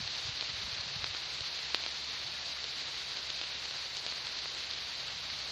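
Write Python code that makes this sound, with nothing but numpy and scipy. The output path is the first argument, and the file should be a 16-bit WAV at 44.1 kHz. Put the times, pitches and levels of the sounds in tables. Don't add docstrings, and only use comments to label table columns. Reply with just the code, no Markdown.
import sys
import numpy as np
from scipy import signal
from scipy.fft import rfft, irfft
from scipy.io import wavfile
from scipy.ndimage import uniform_filter1d

SR = 44100
rng = np.random.default_rng(int(sys.argv[2]) if len(sys.argv) > 2 else 0)


def linear_from_db(decibels):
    return 10 ** (np.asarray(decibels, float) / 20)


def wav_out(sig):
    wavfile.write(sys.argv[1], SR, np.round(np.clip(np.atleast_2d(sig).T, -1, 1) * 32767).astype(np.int16))


N = 242991

# (time [s], hiss level [dB], patter level [dB])
SHOWER_DB = [
    (0.0, -39, -44.5),
    (4.0, -39.5, -51.5),
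    (4.34, -39.5, -45.5),
    (5.12, -40, -50),
    (5.51, -38.5, -59),
]
# (frequency [Hz], density [dB per Hz])
PORT_DB = [(45, -19), (75, -13.5), (220, -16.5), (300, -16.5), (600, -12), (1200, -11), (2200, -7),
           (3300, -5), (4000, 0), (4600, -1), (5200, -9), (6500, -15.5), (7900, -29.5), (12000, -67.5)]
# (time [s], peak [dB], body [dB re peak], spray [dB re peak])
CLOSE_DROPS = [(0.077, -20.5, -15, -25), (0.4103, -16.5, -18, -17), (0.4258, -19.5, -9, -16),
               (1.0433, -13, -8.5, -14), (1.1488, -19.5, -8.5, -29), (1.4076, -20.5, -16, -13),
               (1.5913, -23.5, -10, -14), (1.7466, -7, -10, -17.5), (1.8386, -21.5, -12, -19),
               (1.8635, -17.5, -8.5, -32), (2.642, -19.5, -20, -20), (3.1713, -22, -15, -26),
               (3.3029, -17, -20, -18), (3.306, -25, -18, -21), (3.4145, -18.5, -12, -29),
               (3.4388, -23, -10, -28), (3.6559, -23.5, -5, -27), (3.7104, -22, -13, -30),
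               (3.7602, -28, -7, -21), (3.9692, -19, -20, 3), (4.0649, -17, -12.5, -18),
               (4.1242, -22.5, 0, -23), (4.2699, -21, -30, -12), (4.3893, -22, -25, -10),
               (4.4582, -24, 1, -28), (4.7113, -22, -30, -21), (4.736, -23, -22, -19),
               (4.7767, -26, -8, -21), (4.5486, -26, -10, -18), (5.3014, -23, -15, -22)]
# (centre [Hz], density [dB per Hz])
DROP_PARTS_DB = [
    (700, 12.5),
    (2300, 4.5),
    (4200, 1.5),
    (6100, -4.5),
]
# (frequency [Hz], level [dB rms])
MOTOR_ORDERS = [
    (68, -65.5),
    (135.2, -68),
]
# (time [s], rumble level [dB])
WIND_DB = [
    (0, -58),
    (.38, -73),
    (.52, -62),
    (1.1, -60),
    (1.17, -79),
    (1.9, -81),
    (2.2, -62),
    (2.6, -80),
    (5.51, -61.5),
]
# (time [s], peak [dB], pitch [Hz])
WIND_BUMPS = [(.005, -39.5, 172), (0.033, -43, 101), (0.058, -43, 97), (0.258, -44, 104), (.293, -39, 109),
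              (.335, -50, 70), (.5, -47, 125), (0.544, -44, 92.5), (0.595, -46, 89), (.645, -50, 270),
              (0.679, -45, 175), (.655, -47, 62), (.735, -47, 95), (.8, -44, 85), (0.869, -45, 137),
              (0.967, -38.5, 131), (1.0, -44.5, 75), (1.038, -42, 107), (1.107, -46.5, 83.4),
              (1.416, -44, 104)]
# (frequency [Hz], density [dB per Hz])
TOP_BAND_DB = [(7900, -31), (8300, -26), (8630, -4.5), (11500, -9.5), (12900, -16), (14900, -15),
               (15500, -13), (15800, -47)]
# (frequency [Hz], share [0-1])
EMPTIED_SHARE = [(6300, 0), (6800, .4), (7300, .72), (7700, .8), (8050, .975), (10000, .982), (12000, .993)]
# (start [s], length [frames])
STARVED_SPELLS = [(.02, 3), (.11, 2), (.25, 4), (.37, 8), (.74, 9), (.97, 1), (1.02, 2), (1.09, 2),
                  (1.23, 2), (1.37, 3), (1.64, 4), (1.76, 1), (1.81, 3), (1.9, 1), (2.02, 1), (2.06, 1),
                  (2.27, 1), (2.39, 3), (2.57, 5), (2.81, 3), (3.39, 3), (3.53, 1), (4.04, 2), (4.36, 3),
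                  (4.45, 2), (4.66, 1), (4.71, 3), (4.94, 1), (5.15, 1), (5.4, 1)]

THUD_UNDER_KNOCK_DB, PORT_RING_DB = 10, 4
PORT_LAG_RADIUS = 0.62
SPLASH_DB, SPLASH_SPREAD_DB = -11.5, 3.5
TOP_BAND_RMS_DB = -73
FRAME_S, FRAME_START_S = 1024 / SR, 0.021
SHARP_DROP_DB, STRAY_DROPOUT_SHARE = -12, 0.06
STFT = dict(fs=SR, window="cosine", nperseg=1880, noverlap=940)


def at_hz(points, hz):
    point_hz, value = np.array(points).T
    return np.interp(np.log(hz + 1e-9), np.log(point_hz), value)


def in_time(rows):
    time_s, *columns = np.transpose(rows)
    return [np.interp(np.arange(N) / SR, time_s, column) for column in columns]


def rms_one(x):
    return x / np.sqrt(np.mean(x ** 2) + 1e-20)


def drift(rate_hz):
    r = np.exp(-80 * np.pi * rate_hz / SR)
    white = rng.standard_normal(N // 40 + 2002)
    slow = signal.lfilter([1], [1, -2 * r, r * r], white)[2000:]
    return np.interp(np.arange(N) / 40, np.arange(len(slow)), rms_one(slow))


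def pulse(points):
    spectrum_db = at_hz(points, np.arange(4097) * SR / 8192)
    cepstrum = irfft(np.log(linear_from_db(spectrum_db)))
    cepstrum[1:4096] *= 2
    cepstrum[4097:] = 0
    return irfft(np.exp(rfft(cepstrum)))


def colour(x, points):
    return signal.fftconvolve(x, pulse(points))[:N]


def band(x, low_hz, high_hz, order=2):
    return signal.sosfilt(signal.butter(order, [low_hz, high_hz], "band", fs=SR, output="sos"), x)


def hiss(patchy_db):
    white, together = rng.standard_normal((2, N)), drift(35)
    total = np.zeros(N)
    for k, low_hz in enumerate(30 * 2 ** np.arange(9)):
        octave = band(white[k % 2], low_hz, 2 * low_hz)
        total += octave * linear_from_db(patchy_db * (0.68 * together + drift(23)))
    return rms_one(colour(total, PORT_DB))


def patter(per_s, spread_db):
    sizes = linear_from_db(spread_db * np.minimum(rng.exponential(1, N), 3.2)) * rng.choice([-1, 1], N)
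    born = rng.random(N) < per_s * linear_from_db(5 * drift(60)) / SR
    surface = rng.integers(0, 4, N)
    clicks = sizes * born + 1e-18
    splats = clicks * (surface == 0)
    surfaces = [(307, 7500, 1.2), (2660, 6100, 1.1), (3900, 13400, 1.8)]
    for k, (low_hz, high_hz, level_db) in enumerate(surfaces, 1):
        splats = splats + linear_from_db(level_db) * band(clicks * (surface == k), low_hz, high_hz)
    return rms_one(colour(splats, PORT_DB))


def drop_impact(body_db, spray_db):
    shares_db = [body_db - THUD_UNDER_KNOCK_DB, body_db, 0, spray_db]
    parts = [(hz, db + share_db) for (hz, db), share_db in zip(DROP_PARTS_DB, shares_db)]
    thud, knock, tick, spray = parts
    below, low = (160, thud[1] - 14), (320, thud[1] + 1.5)
    dip = (3300, tick[1] - PORT_RING_DB)
    shoulder = (5000, tick[1] - 7)
    above = (9000, spray[1] - 18)
    impact = pulse([below, low, thud, knock, dip, tick, shoulder, spray, above])[:1024]
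    return impact / np.abs(impact).max()


def close_drops():
    out, t = np.zeros(N + 1024), np.arange(1024) / SR
    noises = rng.standard_normal((len(CLOSE_DROPS), 1025))
    decay = np.exp(-t / 0.0019) * (t > 0.0005)
    for (time_s, peak_db, body_db, spray_db), (luck, *noise) in zip(CLOSE_DROPS, noises):
        splash_level = 1.8 * linear_from_db(SPLASH_DB + SPLASH_SPREAD_DB * luck)
        splash = splash_level * band(noise * decay, 2400, 4900)
        at = round((time_s - 0.0004) * SR)
        out[at:at + 1024] += linear_from_db(peak_db - 1.7) * (drop_impact(body_db, spray_db) + splash)
    poles = [1, -2 * PORT_LAG_RADIUS * np.cos(2 * np.pi * 4000 / SR), PORT_LAG_RADIUS ** 2]
    out = signal.lfilter(poles[::-1], poles, out)
    return signal.sosfilt(signal.butter(4, 8600, fs=SR, output="sos"), out[:N])


def wind():
    (rumble_db,) = in_time(WIND_DB)
    out = linear_from_db(rumble_db + 2.5 * drift(12)) * rms_one(band(rng.standard_normal(N), 55, 150))
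    t = np.arange(N) / SR
    phases = rng.uniform(0, 2 * np.pi, (len(WIND_BUMPS), 1))
    for (time_s, peak_db, pitch_hz), phase in zip(WIND_BUMPS, phases):
        near = slice(max(0, int((time_s - 0.06) * SR)), int((time_s + 0.06) * SR))
        cycles = (t[near] - time_s) * pitch_hz
        push = np.exp(-(cycles / 0.67) ** 2)
        out[near] += linear_from_db(peak_db) * push * np.cos(2 * np.pi * cycles + phase)
    return out


def motor():
    turn_s = np.arange(N) / SR + np.cumsum(0.0023 * drift(5.7)) / SR
    out = np.zeros(N)
    for hz, level_db in MOTOR_ORDERS:
        level = np.sqrt(2) * linear_from_db(level_db + 0.89 * drift(5.6))
        out += level * np.sin(2 * np.pi * hz * turn_s)
    return out


def top_switch():
    frame = np.floor((np.arange(N) / SR - FRAME_START_S) / FRAME_S).astype(int) + 1
    on = np.where(rng.random(frame[-1] + 1) < STRAY_DROPOUT_SHARE, 0.2, 1.0)
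    for start_s, frames in STARVED_SPELLS:
        first = round((start_s - FRAME_START_S) / FRAME_S) + 1
        on[first:first + frames] = 0.02
    for time_s, peak_db, *_ in CLOSE_DROPS:
        on[frame[int((time_s + 0.003) * SR)]] = 0.02 if peak_db < SHARP_DROP_DB else 2
    return uniform_filter1d(on[frame], size=260)


def top_band():
    on = top_switch()
    fill = on * linear_from_db(0.64 * drift(19)) * rng.standard_normal(N)
    return linear_from_db(TOP_BAND_RMS_DB) * rms_one(colour(fill, TOP_BAND_DB)), on


def thrifty_link(x):
    fill, on = top_band()
    hz, t, (z, filler) = signal.stft([x, fill], **STFT)
    row_hz = hz[:, None]
    share = (at_hz(EMPTIED_SHARE, hz) * (hz > 6200))[:, None]
    drop_times_s = np.array(CLOSE_DROPS)[:, :1]
    struck = np.abs(t - drop_times_s).min(axis=0) < FRAME_S / 2
    share = share * np.where(struck & (row_hz < 8000), 0.3, 1)

    bands = (hz // 350).astype(int)
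    chance = rng.standard_normal((bands[-1] + 1, len(t)))[bands]
    poor = uniform_filter1d(on, size=3000)[np.minimum(t * SR, N - 1).astype(int)] < 0.1
    wealth_db = 7 * chance + 5 * rng.standard_normal(len(t)) - 22 * poor * (row_hz > 8300)
    kept = (rng.random(z.shape) > share ** linear_from_db(wealth_db)) & (row_hz < 12300)
    tall = (1 - share) ** -0.5

    edge_hz = 8000 + rng.exponential(600, len(t)) * ~struck
    filled = (row_hz > edge_hz) & ((chance < 0.8) | (row_hz > 11500))
    bump = np.abs(z[(hz > 50) & (hz < 180)]).max(axis=0)
    low_mid = (row_hz > 230) & (row_hz < 450)
    masked = low_mid & (np.abs(z) < linear_from_db(-19) * bump) & (t > 0.04)
    sent = z * kept * tall * ~masked + filler * filled
    return signal.istft(sent, **STFT)[1][:N]


def scene():
    hiss_db, patter_db = in_time(SHOWER_DB)
    far_rain = linear_from_db(hiss_db - 1.0) * hiss(patchy_db=1.06)
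    near_rain = linear_from_db(patter_db) * patter(per_s=900, spread_db=-0.5)
    mono = far_rain + near_rain + close_drops() + motor() + wind()
    return np.array([mono, mono])


def low_pass(x):
    return signal.sosfilt(signal.butter(12, 16560, fs=SR, output="sos"), x)


def record(dry):
    mono = thrifty_link(dry[0])
    return low_pass(np.array([mono, mono]))


dry = scene()
out = record(dry)
wav_out(out)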